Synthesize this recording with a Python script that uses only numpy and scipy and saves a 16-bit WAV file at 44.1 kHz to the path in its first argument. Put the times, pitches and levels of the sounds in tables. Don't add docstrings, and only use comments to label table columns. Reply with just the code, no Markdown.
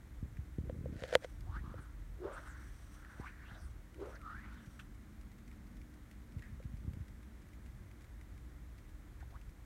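import sys
import numpy as np
from scipy import signal
from scipy.fft import rfft, irfft
from scipy.io import wavfile
from scipy.ndimage import map_coordinates

SR = 44100
rng = np.random.default_rng(int(sys.argv[2]) if len(sys.argv) > 2 else 0)


def materialize(psi):
    bounded = np.clip(np.atleast_2d(psi).T, -1, 1)
    quanta = np.round(bounded * 32767).astype(np.int16)
    wavfile.write(sys.argv[1], SR, quanta)


N = 425565
T = np.arange(N) / SR

# t/s, f/Hz, level/dB
FORWARD_STROKES = [(2.256, 394, -41.5), (4.032, 378, -44.5)]
# delay/s, pitch ratio, relative level/dB, fade/s, width/share of pitch
ROD_SECTIONS = [(0, 1, 0.5, 0.038, .3), (.004, 1.33, -6.5, 0.076, .34), (.012, 2.75, -11.5, .06, 0.94),
                (.06, 5.4, -25, .06, .7)]
# t/s, rise/s, f/Hz, glide/(octaves per s), level/dB
LINE_SWEEPS = [(1.55, 0.051, 1300, 10, -51.5), (2.355, 0.059, 1306, 4, -51),
               (3.25, .055, 1197, 13.5, -53.5), (3.278, .026, 2196, 2.5, -57),
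               (3.47, 0.04, 2590, 11.5, -66), (3.54, 0.045, 3510, 2, -71), (4.137, .045, 1297, 10.5, -58),
               (4.585, .055, 3450, -5, -73), (9.352, 0.026, 1103, 27.5, -60)]
# t/s, rise/s, fade/s, f/Hz, glide/(octaves per s), level/dB
LINE_LOOPS = [(1.745, 0.13, 0.15, 1272, 1.44, -59.5), (2.489, 0.088, 0.17, 1449, 1, -57.5),
              (3.17, .21, 0.17, 1520, 0.72, -61.5), (3.48, 0.16, 0.17, 1559, -1.1, -60.5),
              (3.54, 0.056, .08, 725, -1.5, -65), (4.48, 0.097, 0.15, 1422, .6, -60.5)]
# t/s, f/Hz, level/dB
SHOOT_WHISTLE = [(4.19, 1343, -66), (4.258, 1265, -50.5), (4.33, 1346, -49.5), (4.41, 1812, -58.5),
                 (4.53, 2695, -81)]
# f/Hz, width/Hz, relative level/dB
GUIDE_PEAKS = [(1480, 1500, 13), (2970, 3300, 3), (5730, 890, 10.5), (8250, 2400, 6.5), (9800, 1400, -32),
               (12300, 2700, -2)]
# t/s, length/s, level/dB
LINE_PULLS = [(1.16, 0.17, -71), (2.31, 0.16, -68), (2.56, .42, -67), (3.07, 0.21, -72),
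              (3.45, 0.24, -74.5), (4.06, 0.033, -68), (4.6, 0.21, -71.5)]
# t/s, length/s, start f/Hz, end f/Hz, level/dB
LINE_ZIPS = [(1.784, 0.08, 10000, 8000, -73), (2.315, 0.058, 8050, 8950, -65.5),
             (2.425, 0.15, 10500, 5670, -69.5), (3.544, 0.14, 5840, 4830, -73),
             (3.58, 0.13, 10100, 8450, -72), (4.141, 0.035, 7900, 3200, -68)]

# t/s, length/s, level/dB
FINGER_RUBS = [(.92, 0.126, -52), (1.045, 0.1, -46), (1.1265, 0.028, -43), (1.213, 0.034, -48)]
# f/Hz, relative level/dB
FINGER_TONE = [(250, -21), (400, -13.5), (520, -0.5), (660, -4.5), (830, -15), (1120, -28), (1500, -7.5),
               (1950, -12), (2550, -19), (4100, -21.5), (6000, -26), (9400, -32), (15000, -54.5)]
# t/s, length/s, rub level/dB, judder level/dB, rate/(slips per s), firmness f/Hz
PALM_SHIFTS = [(0.223, 0.042, -60.5, -42, 30, 250), (0.611, 0.35, -56, -38, 35, 266),
               (1.565, 0.25, -65, -40.5, 27, 195), (6.328, .09, -67, -48, 29, 199),
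               (6.842, 0.13, -62.5, -39.5, 31, 200)]
# f/Hz, relative level/dB
PALM_TONE = [(70, -6), (130, 3), (300, 7), (550, -4.5), (800, -61), (2500, -60)]
# t/s, level/dB, brightness/(dB per octave)
CASE_KNOCKS = [(0.584, -45, -3), (0.6967, -27, -7.5), (0.858, -29, -20), (1.0225, -31.5, -4.5),
               (1.037, -26.5, -0.5), (1.081, -64, 8), (1.1268, -20.5, -3.5), (1.1527, -7.5, 0.5),
               (1.2457, -29, -2), (1.741, -35, -6.5), (6.601, -41, -21)]
# f/Hz, relative level/dB, time to fade by 60 dB/s
CASE_NOTES = [(506, -3.5, 0.032), (655, -6, 0.012), (910, -18.5, 0.023), (1560, -3.5, 0.0042),
              (2040, -6.5, 0.0076), (3150, -7.5, 0.0049), (4240, -9, 0.0022), (7170, -18.5, 0.0027),
              (11300, -21, 0.0012)]
# t/s, level/dB, firmness f/Hz
HAND_BUMPS = [(0.2265, -34, 290), (.385, -33.5, 149), (0.584, -28, 370), (0.853, -37, 164),
              (1.02, -39.5, 264), (1.149, -38, 256), (1.486, -36.5, 111), (3.198, -35, 473),
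              (3.517, -43.5, 240), (4.673, -42, 220), (6.362, -36, 158), (6.519, -40, 119),
              (6.649, -35.5, 148), (6.735, -38, 160), (6.876, -30.5, 223), (7, -36.5, 137)]

# t/s, level/dB, relative snap level/dB
TACKLE_TICKS = [(1.407, -58, 0), (3.944, -56.5, -7), (4.215, -53, -11), (5.212, -58.5, -4),
                (5.513, -55, -9), (5.815, -59, -4), (6.1123, -52.5, -5.5), (6.393, -53, -10),
                (6.627, -59, -13), (6.934, -55, -9), (7.913, -56.5, -11), (8.212, -56, -6),
                (8.378, -61, -4), (9.413, -56, -13)]
# t/s, level/dB, f/Hz, decay/s
WATER_PATS = [(0.3697, -49.5, 1790, 0.0027), (3.048, -50, 1810, 0.0029), (4.792, -48, 1480, .012),
              (4.7948, -53.5, 2830, 0.011), (6.422, -47, 1780, 0.0054), (6.435, -61, 1820, 0.058),
              (7.004, -62, 1800, .013), (9.206, -59, 1620, 0.016), (9.225, -57, 780, 0.0094)]
# f/Hz, relative level/dB
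RUMBLE_TONE = [(20, -33.5), (32, -9), (43, 1), (60, 0), (85, -8.5), (120, -12.5), (180, -24.5), (400, -50),
               (1000, -68)]
# t/s, half length/s, added level/dB
RUMBLE_SWELLS = [(.2, .2, 6.5), (0.727, 0.34, 4), (1.493, 0.16, 12), (2.05, 0.2, 6.5), (2.703, 0.22, 5),
                 (3.687, 0.12, 7.5), (4.374, 0.046, 6), (6.8, .3, 4.5), (7.72, 0.13, 7.5), (8.455, 0.31, 4),
                 (9.348, 0.25, 4.5)]
# f/Hz, relative level/dB
DISTANT_TONE = [(70, 3.5), (130, 2), (190, -3), (280, -4.5), (340, -5), (430, -19), (800, -31), (3000, -61)]
# t/s, level/dB
DRONE_LEVELS = [(0, -86), (4.1, -70), (4.4, -60), (5.5, -61.5), (7, -61), (8.2, -71.5), (9.65, -76.5)]
# f/Hz, relative level/dB
HISS_TONE = [(300, 3.5), (550, 3), (850, -0.5), (1500, 1), (2050, 0), (2700, -9.5), (3700, -9.5),
             (4800, -14.5), (6300, -12.5), (9600, -14), (10500, -19), (11300, -13), (13000, -17),
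             (16000, -18.5)]


def rod(rise_s=.036, octaves_per_s=1.7):
    out = np.zeros(N)
    for s, hz, db in FORWARD_STROKES:
        for lag, ratio, section_db, fade_s, width in ROD_SECTIONS:
            whoosh(out, s + lag, rise_s + lag / 2, fade_s, hz * ratio, octaves_per_s, db + section_db,
                   width, rush_db=-17, shapes=(1.33, 1.2))
    return out


def line_sweeps(slack_db=-8.5, slack_glide_share=.35):
    out = np.zeros(N)
    for s, rise_s, hz, glide, db in LINE_SWEEPS:
        tight = (glide, db, .26)
        slack = (glide * slack_glide_share, db + slack_db, .36)
        for part in (tight, slack):
            whoosh(out, s, rise_s, .9 * rise_s, hz, *part, rush_db=-5, shapes=(1.1, 3))
    return out


def line_loops():
    out = np.zeros(N)
    for loop in LINE_LOOPS:
        whoosh(out, *loop, width=.32, rush_db=-2, shapes=(3.1, 2.1))
    return out


def line_shoot(fray_db_per_s=45):
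    out = np.zeros(N)
    times, hz, db = np.transpose(SHOOT_WHISTLE)
    t = np.arange(times[0], times[-1], 1 / SR)
    pitch = np.interp(t, times, hz)
    loudness = gain(np.interp(t, times, db))
    rush_db = -16 + fray_db_per_s * (t - times[0])
    add(out, times[0], air_whirls(pitch, loudness, width=.19, rush_db=rush_db))
    return out


def whoosh(out, s, rise_s, fade_s, hz, glide, db, width, rush_db, shapes):
    t = np.arange(-3 * rise_s, 3 * fade_s, 1 / SR)
    pitch = hz * 2 ** np.minimum(glide * t, 1)
    loudness = gain(db) * swell(t, rise_s, fade_s, *shapes)
    add(out, s + t[0], air_whirls(pitch, loudness, width, rush_db))


def air_whirls(hz, loudness, width, rush_db, gust_db=2, gusts_per_s=70):
    cycles = np.cumsum(np.clip(hz, 150, 6000)) / SR
    tone = breathy_tone(cycles, width) + .5 * breathy_tone(cycles, 2 * width)
    air = unit(steep_band(rng.standard_normal(2 * SR), hz=3000, width=3000))[:len(hz)]
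    rush = breathy_tone(cycles, width=.91) + gain(-13) * air
    gusts = gain(gust_db * wander(T[:len(hz)] * gusts_per_s))
    sound = (tone + gain(rush_db) * rush) * gusts
    return loudness * sound / np.sqrt(np.average(sound ** 2, weights=loudness ** 2))


def guides(rough_db=2.5, flutters_per_s=90):
    noise = rng.standard_normal(N)
    hiss = gain(-22) * band(noise, hz=5000, width=7000)
    hiss += sum(gain(db) * steep_band(noise, hz, width) for hz, width, db in GUIDE_PEAKS)
    flutter = gain(rough_db * wander(T * flutters_per_s))
    out = unit(hiss * flutter) * slides(LINE_PULLS, attack_s=.013, build_db=3, release_s=.049)
    for s, length, start_hz, end_hz, db in LINE_ZIPS:
        cycles = np.cumsum(np.geomspace(start_hz, end_hz, int(length * SR))) / SR
        add(out, s, gain(db) * np.hanning(len(cycles)) * breathy_tone(cycles, width=.34))
    return out


def rubbing(slip_db=3.5, slips_per_s=600, creep_db=4, creeps_per_s=110):
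    fingers = colour(rng.standard_normal(N) * gain(slip_db * wander(T * slips_per_s)), FINGER_TONE)
    fingers *= slides(FINGER_RUBS, attack_s=.0012, build_db=14.5, release_s=.0054)
    palm = colour(rng.standard_normal(N) * gain(creep_db * wander(T * creeps_per_s)), PALM_TONE)
    palm *= slides([row[:3] for row in PALM_SHIFTS], attack_s=.0021, build_db=-1, release_s=.02)
    return fingers + palm


def knocks(low_cut_hz=330):
    out, t = np.zeros(N), T[:SR // 10]
    for s, db, brightness in CASE_KNOCKS:
        for k, (hz, note_db, ring_s) in enumerate(CASE_NOTES):
            octaves_up = np.log2(hz / CASE_NOTES[0][0])
            size = gain(db + note_db + brightness * octaves_up)
            ring = np.sin(2 * np.pi * hz * t) * np.exp(-np.log(1000) * t / ring_s)
            add(out, s, (-1) ** k * size * ring)
    return keep_side(out, "high", low_cut_hz, order=2)


def bumps(spread_octaves=.46, jitter_s=.002, scatter_db=.5):
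    out = np.zeros(N)
    for s, db, firm_hz in HAND_BUMPS:
        add(out, s, thud(db, firm_hz))
    for s, length, _, db, rate, firm_hz in PALM_SHIFTS:
        slip_times = s + np.arange(0, length, 1 / rate)
        for slip_s, (later, louder, firmer) in zip(slip_times, rng.standard_normal((32, 3))):
            slip = thud(db + scatter_db * louder, firm_hz * 2 ** (spread_octaves * firmer))
            add(out, slip_s + jitter_s * later, slip)
    return out


def thud(db, firm_hz, low_cut_hz=62):
    push = np.ones(SR // 6)
    swing = keep_side(push, "high", low_cut_hz, order=7)
    sound = keep_side(swing, "low", firm_hz, order=4)
    return gain(db) * sound / np.abs(sound).max()


def ticks_and_pats(snap_db_per_octave=8):
    out = np.zeros(N)
    for s, db, snap_db in TACKLE_TICKS:
        add(out, s, tap(db, hz=2150, decay_s=.003, snap_db=snap_db))
    for s, db, hz, decay_s in WATER_PATS:
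        octaves_up = np.log2(hz / WATER_PATS[0][2])
        add(out, s, tap(db, hz, decay_s, snap_db=-17 + snap_db_per_octave * octaves_up))
    return out


def tap(db, hz, decay_s, snap_db, rise_s=.00025):
    t = T[:SR // 6]
    ring = unit(steep_band(rng.standard_normal(len(t)), hz, width=.33 * hz))
    snap = unit(band(rng.standard_normal(len(t)), hz=4500, width=6500))
    loudness = gain(db) * np.exp(-t / decay_s) * (1 - np.exp(-t / rise_s))
    return loudness * (ring + gain(snap_db) * snap)


def faint_ticks(count=40, first_s=4, scatter_db=4, decay_s=.0081):
    out, t = np.zeros(N), T[:SR // 50]
    for when, size in rng.random((count, 2)):
        tick = rng.standard_normal(len(t)) * np.exp(-t / decay_s)
        add(out, first_s + when * (T[-1] - first_s), gain(-68 + scatter_db * size) * tick)
    return band(out, hz=4200, width=4800) + gain(13) * band(out, hz=2100, width=500)


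def night(rumble_db=-55, distant_db=-61.5, hiss_db=-67.5, drone_hz=215):
    swells_db = sum(db * swell(T - s, half, half) for s, half, db in RUMBLE_SWELLS)
    rumble = colour(rng.standard_normal(N), RUMBLE_TONE) * gain(rumble_db + swells_db)
    distant = colour(rng.standard_normal(N), DISTANT_TONE) * gain(distant_db + wander(T * 4))
    hiss = colour(rng.standard_normal(N), HISS_TONE) * gain(hiss_db)
    drone_db = np.interp(T, *np.transpose(DRONE_LEVELS))
    drone = breathy_tone(T * drone_hz, width=.35) * gain(drone_db)
    hum = np.zeros(N)
    for hz, db in [(60, -59), (300, -69)]:
        loudness = gain(db + 2 * wander(T * 2))
        hum += loudness * np.sin(2 * np.pi * hz * T + .5 * wander(T * 2))
    return rumble + distant + hiss + drone + hum


def slides(rows, attack_s, build_db, release_s):
    out = np.zeros(N)
    for s, length, db in rows:
        t = T[:int((length + 5 * release_s) * SR)]
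        build = gain(db - build_db * np.maximum(1 - t / length, 0))
        attack = 1 - np.exp(-t / attack_s)
        release = np.exp(-np.maximum(t - length, 0) / release_s)
        add(out, s, build * attack * release)
    return out


def swell(t, rise_s, fade_s, rise_shape=2, fade_shape=2):
    return np.exp(-np.where(t < 0, np.abs(t / rise_s) ** rise_shape, np.abs(t / fade_s) ** fade_shape))


def breathy_tone(cycles, width):
    angle = 2 * np.pi * cycles
    return wander(cycles * width) * np.cos(angle) + wander(cycles * width) * np.sin(angle)


def wander(steps):
    return map_coordinates(rng.standard_normal(8192), [steps], order=3, mode="wrap")


def colour(x, points):
    hz, db = np.transpose(points)
    f = np.maximum(np.fft.rfftfreq(N, 1 / SR), 1)
    curve = gain(np.interp(np.log(f), np.log(hz), db))
    bass_cut = np.minimum(f / hz[0], 1) ** 2
    return unit(irfft(rfft(x) * curve * bass_cut, N))


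def band(x, hz, width):
    return signal.lfilter(*signal.iirpeak(hz, hz / width, fs=SR), x)


def steep_band(x, hz, width):
    return band(band(x, hz, width), hz, width)


def keep_side(x, side, hz, order):
    return signal.sosfilt(signal.butter(order, hz, side, fs=SR, output="sos"), x)


def gain(db):
    return 10 ** (np.asarray(db) / 20)


def unit(x):
    return x / np.sqrt(np.mean(x ** 2))


def add(out, s, sound):
    i = max(int(s * SR), 0)
    out[i:i + len(sound)] += sound[:max(N - i, 0)]


def scene():
    cast = rod() + line_sweeps() + line_loops() + line_shoot() + guides()
    hand = rubbing() + knocks() + bumps()
    return (cast + hand + ticks_and_pats() + faint_ticks() + night())[None]


def record(dry):
    return signal.sosfilt(signal.ellip(10, .2, 70, 15800, fs=SR, output="sos"), dry)


dry = scene()
out = record(dry)
materialize(out)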